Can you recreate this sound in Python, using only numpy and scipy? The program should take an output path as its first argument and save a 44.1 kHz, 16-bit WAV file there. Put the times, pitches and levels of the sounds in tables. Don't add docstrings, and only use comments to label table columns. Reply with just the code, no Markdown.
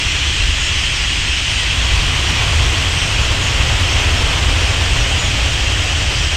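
import sys
import numpy as np
from scipy import signal
from scipy.fft import rfft, irfft
from scipy.io import wavfile
from scipy.ndimage import uniform_filter1d

SR = 44100
rng = np.random.default_rng(int(sys.argv[2]) if len(sys.argv) > 2 else 0)


def output_pcm(signal):
    pcm = np.clip(np.atleast_2d(signal).T, -1, 1) * 32767
    wavfile.write(sys.argv[1], SR, np.round(pcm).astype(np.int16))


N = 280476
TIME, BINS = np.arange(N) / SR, np.fft.rfftfreq(N, 1 / SR)

# (time [s], relative level [dB])
RUSH = [(0.0, -33), (1.4, -35.0), (2.0, -29), (2.45, -27.5), (3.0, -29), (4.2, -27), (5.1, -29.0),
        (6.36, -31)]
# (time [s], share of birds high above the reeds [0-1])
ALOFT = [(0, 0.1), (2.6, 0.14), (3.5, .55), (4.4, 0.74), (6.36, 1)]
# (frequency [Hz], relative gain [dB])
SKIMMING_COLOUR = [(100, -12), (190, -2.5), (280, 0.5), (500, -3), (750, -1.5), (1100, 2), (1550, -4),
                   (3000, -4.5), (6000, -10), (8300, -15), (10200, -26), (12300, -29), (14500, -37)]
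# (frequency [Hz], relative gain [dB])
ALOFT_COLOUR = [(100, -15), (190, -2.5), (280, 1.5), (450, 0.5), (700, 1.5), (1050, -1), (1800, -1),
                (3000, -4.5), (6000, -11), (8300, -13.5), (10200, -28.5), (12300, -29.5), (14500, -37)]

# (time [s], relative chatter level [dB], relative shrill level [dB])
CALLING = [(0.0, -20.5, -25.2), (1.6, -20, -25.6), (2.1, -21, -27), (4.4, -21.4, -27.8),
           (5.1, -21.5, -26.5), (6.36, -22, -26.5)]
# (centre time [s], chatter rise [dB])
FLURRIES = [(0.18, 0.6), (2.35, 1.5), (4.02, 2.0)]
FLURRY_S = 0.078
# (frequency [Hz], relative gain [dB])
CHATTER_COLOUR = [(400, -22), (1000, -16), (1500, -7.5), (2000, -1.5), (2400, -2), (2800, -1.5), (3200, -1),
                  (3500, -6), (3900, -7.5), (5000, -21.5), (8000, -55)]
# (frequency [Hz], relative gain [dB])
SHRILL_COLOUR = [(2800, -37), (4000, 0.5), (5600, 2.5), (7000, -1), (8300, -5.5), (9000, -10.5),
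                 (9700, -26.5), (10300, -30.5), (12000, -28), (15500, -30)]

# (centre time [s], level [dB])
GUSTS = [(0.47, -17), (1.96, -15.5), (2.65, -19), (3.23, -15.5), (3.6, -19), (4.03, -19), (4.25, -19.5),
         (4.53, -17), (4.95, -18.5), (5.45, -17.5)]
GUST_S, BREEZE_DB = 0.068, -24
# (frequency [Hz], relative gain [dB])
AIR_COLOUR = [(8, -14), (22, -3.5), (34, -5), (45, 3.5), (62, -0.5), (80, -13), (110, -14.5), (200, -34)]
# (frequency [Hz], relative gain [dB])
DRUM_COLOUR = [(35, -22), (58, -5), (75, 2), (100, -4.5), (132, -10.5), (165, -18), (195, -36), (400, -52)]
# (frequency [Hz], relative gain [dB])
FAR_COLOUR = [(100, -3.5), (200, 0.5), (300, 1.5), (450, -14.5), (900, -16), (2000, -49)]

# (start [s], length [s], start pitch [Hz], middle pitch [Hz], end pitch [Hz], relative level [dB])
WHISTLES = [ (.365, .07, 3650, 3900, 4500, -30), (.92, .14, 6200, 5150, 4630, -31),
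            (.70, 0.17, 8400, 8800, 8500, -46), (1.042, 0.23, 9050, 8450, 7600, -42),
            (1.33, 0.33, 7600, 8300, 8600, -44), (1.46, .10, 8850, 9050, 9150, -47),
            (2.08, .20, 7950, 8430, 8400, -40), (2.85, 0.29, 7600, 8300, 8400, -37),
            (3.12, .14, 7900, 7460, 6870, -43), (3.944, 0.087, 6240, 6100, 6050, -37),
            (4.156, 0.088, 5450, 5400, 5400, -34), (4.569, 0.2, 8950, 8750, 8550, -45),
            (4.98, 0.065, 6020, 5700, 5500, -31), (5.16, 0.15, 6950, 6880, 6700, -35),
            (5.48, .08, 7850, 7800, 7750, -45)]
# (start [s], length [s], centre [Hz], band width [Hz], relative level [dB])
SCREECHES = [ (0.532, .21, 7000, 2000, -34), (1.947, .10, 4600, 1000, -31), (2.96, .13, 5700, 1300, -33),
             (3.399, 0.12, 6640, 1200, -32.5), (3.871, 0.085, 5800, 1800, -30.5),
             (6.103, 0.11, 4950, 900, -31)]

EDGE_HZ = 15700


def gain_of(db):
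    return 10 ** (np.asarray(db) / 20)


def evened(x):
    return x / np.sqrt(np.mean(x ** 2) + 1e-20)


def follow(curve, axis=1):
    columns = np.transpose(curve)
    return gain_of(np.interp(TIME, columns[0], columns[axis]))


def coloured(x, points):
    hz, db = np.transpose(points)
    gain = gain_of(np.interp(np.log(BINS + 1), np.log(hz), db))
    gain = gain / np.maximum(BINS / hz[-1], 1) ** 2
    return evened(irfft(rfft(x) * gain, N))


def wander(width_hz, count):
    hz = np.fft.rfftfreq(count, 1 / SR)
    spectrum = rfft(rng.standard_normal(count))
    return evened(irfft(spectrum * np.exp(-(hz / width_hz) ** 2), count))


def add(mix, start_s, sound):
    part = mix[round(start_s * SR):][:len(sound)]
    part += sound[:len(part)]


def wings(beat_hz=9.2, near_share=0.55, level_db=4.5, passing_s=1.9, count=40):
    flutter = np.zeros(N)
    for speed, phase, nearest, closeness in rng.random((count, 4)):
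        bird_hz = beat_hz * (.8 + .4 * speed)
        stroke = np.maximum(np.sin(2 * np.pi * (bird_hz * TIME + phase)), 0) ** 4
        passing = 1 / (1 + ((TIME - nearest * TIME[-1]) / passing_s) ** 2)
        flutter += (.3 + closeness) * stroke * passing
    power = 1 - near_share + near_share * flutter / flutter.mean()
    puffs = np.sqrt(power) * rng.standard_normal(N)
    aloft = np.interp(TIME, *np.transpose(ALOFT))
    skimming_rush = (1 - aloft) * coloured(puffs, SKIMMING_COLOUR)
    aloft_rush = aloft * coloured(puffs, ALOFT_COLOUR)
    return gain_of(level_db) * follow(RUSH) * (skimming_rush + aloft_rush)


def crowd(low_hz, high_hz, length_s, glide, buzz, spread_db, count):
    out = np.zeros(N + SR)
    for k, (delay, pitch, length, slope, rate, closeness) in enumerate(rng.random((count, 6))):
        t = TIME[:int(length_s * (.4 + 1.2 * length) * SR)]
        u = t / t[-1]
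        trill = np.sin(2 * np.pi * (60 + 160 * rate) * t)
        bend = 1 + glide * (2 * slope - 1) * (2 * u - 1) + buzz * trill
        hz = (low_hz + pitch * (high_hz - low_hz)) * bend
        tone = np.sin(2 * np.pi * np.cumsum(hz) / SR)
        call = np.sin(np.pi * u) * (1 + .5 * trill) * tone
        start_s = (k + delay) / count * (N / SR + .5)
        add(out, start_s, gain_of(spread_db * closeness ** 2) * call)
    return evened(out[SR // 4:][:N])


def chatter(far_db=0, level_db=1):
    calls = crowd(2400, 3500, length_s=.045, glide=0.1698, buzz=0.058, spread_db=6.5, count=3600)
    near = coloured(calls, CHATTER_COLOUR)
    far = gain_of(far_db) * coloured(rng.standard_normal(N), CHATTER_COLOUR)
    flurry_db = sum(db * np.exp(-((TIME - s) / FLURRY_S) ** 2) for s, db in FLURRIES)
    return gain_of(level_db + flurry_db) * follow(CALLING) * evened(near + far)


def squeals(far_db=2, thin_db=-21, level_db=-1):
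    calls = crowd(3600, 9300, length_s=.08, glide=.09, buzz=0.031, spread_db=8.0, count=2200)
    near = coloured(calls, SHRILL_COLOUR)
    hiss = gain_of(far_db) * coloured(rng.standard_normal(N), SHRILL_COLOUR)
    thin = crowd(7200, 8500, length_s=0.17, glide=0.043, buzz=.01, spread_db=6, count=40)
    voices = evened(near + hiss) + gain_of(thin_db) * thin
    return gain_of(level_db) * follow(CALLING, axis=2) * voices


def turbulence(colour, steadiness=0.37):
    air = coloured(rng.standard_normal(N), colour)
    power = uniform_filter1d(uniform_filter1d(air ** 2, size=3000), size=2000)
    return evened(air / np.sqrt(power) ** steadiness)


def rumble(drum_db=10, far_db=-38):
    gust_power = sum(gain_of(db) ** 2 * np.exp(-((TIME - s) / GUST_S) ** 2) for s, db in GUSTS)
    wind = np.sqrt(gain_of(BREEZE_DB) ** 2 + gust_power) * turbulence(AIR_COLOUR)
    drumming = gain_of(drum_db) * follow(RUSH) * turbulence(DRUM_COLOUR)
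    roar = gain_of(far_db) * coloured(rng.standard_normal(N), FAR_COLOUR)
    return wind + drumming + roar


def reedbed(x, t60_s=0.1, wet_db=-6):
    t = TIME[:SR // 3]
    tail = rng.standard_normal(len(t)) * gain_of(-60 * t / t60_s)
    return x + gain_of(wet_db) * signal.oaconvolve(x, tail / np.linalg.norm(tail))[:N]


def near_birds(waver=0.0094, trim_db=-2):
    out, tremor = np.zeros(N), wander(260, count=N)
    for start_s, length_s, start_hz, middle_hz, end_hz, db in WHISTLES:
        u = np.linspace(0, 1, int(length_s * SR))
        glide = np.polyfit([0, .5, 1], [start_hz, middle_hz, end_hz], 2)
        hz = np.polyval(glide, u) * (1 + waver * tremor[int(start_s * SR):][:len(u)])
        tone = np.sin(2 * np.pi * np.cumsum(hz) / SR)
        whistle = evened(signal.windows.tukey(len(u), .5) * tone)
        add(out, start_s, gain_of(db + trim_db) * whistle)
    for start_s, length_s, centre_hz, width_hz, db in SCREECHES:
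        t = TIME[:int(length_s * SR)]
        rasp = wander(width_hz / 2, count=SR)[:len(t)] * np.sin(2 * np.pi * centre_hz * t)
        screech = evened(signal.windows.tukey(len(t), .5) * rasp)
        add(out, start_s, gain_of(db + trim_db) * screech)
    return reedbed(out)


def scene():
    return (wings() + chatter() + squeals() + rumble() + near_birds())[None]


def record(dry):
    lowpass = signal.firwin(511, EDGE_HZ, window=("kaiser", 9), fs=SR)
    return signal.oaconvolve(dry, lowpass[None], "same")


dry = scene()
out = record(dry)
output_pcm(out)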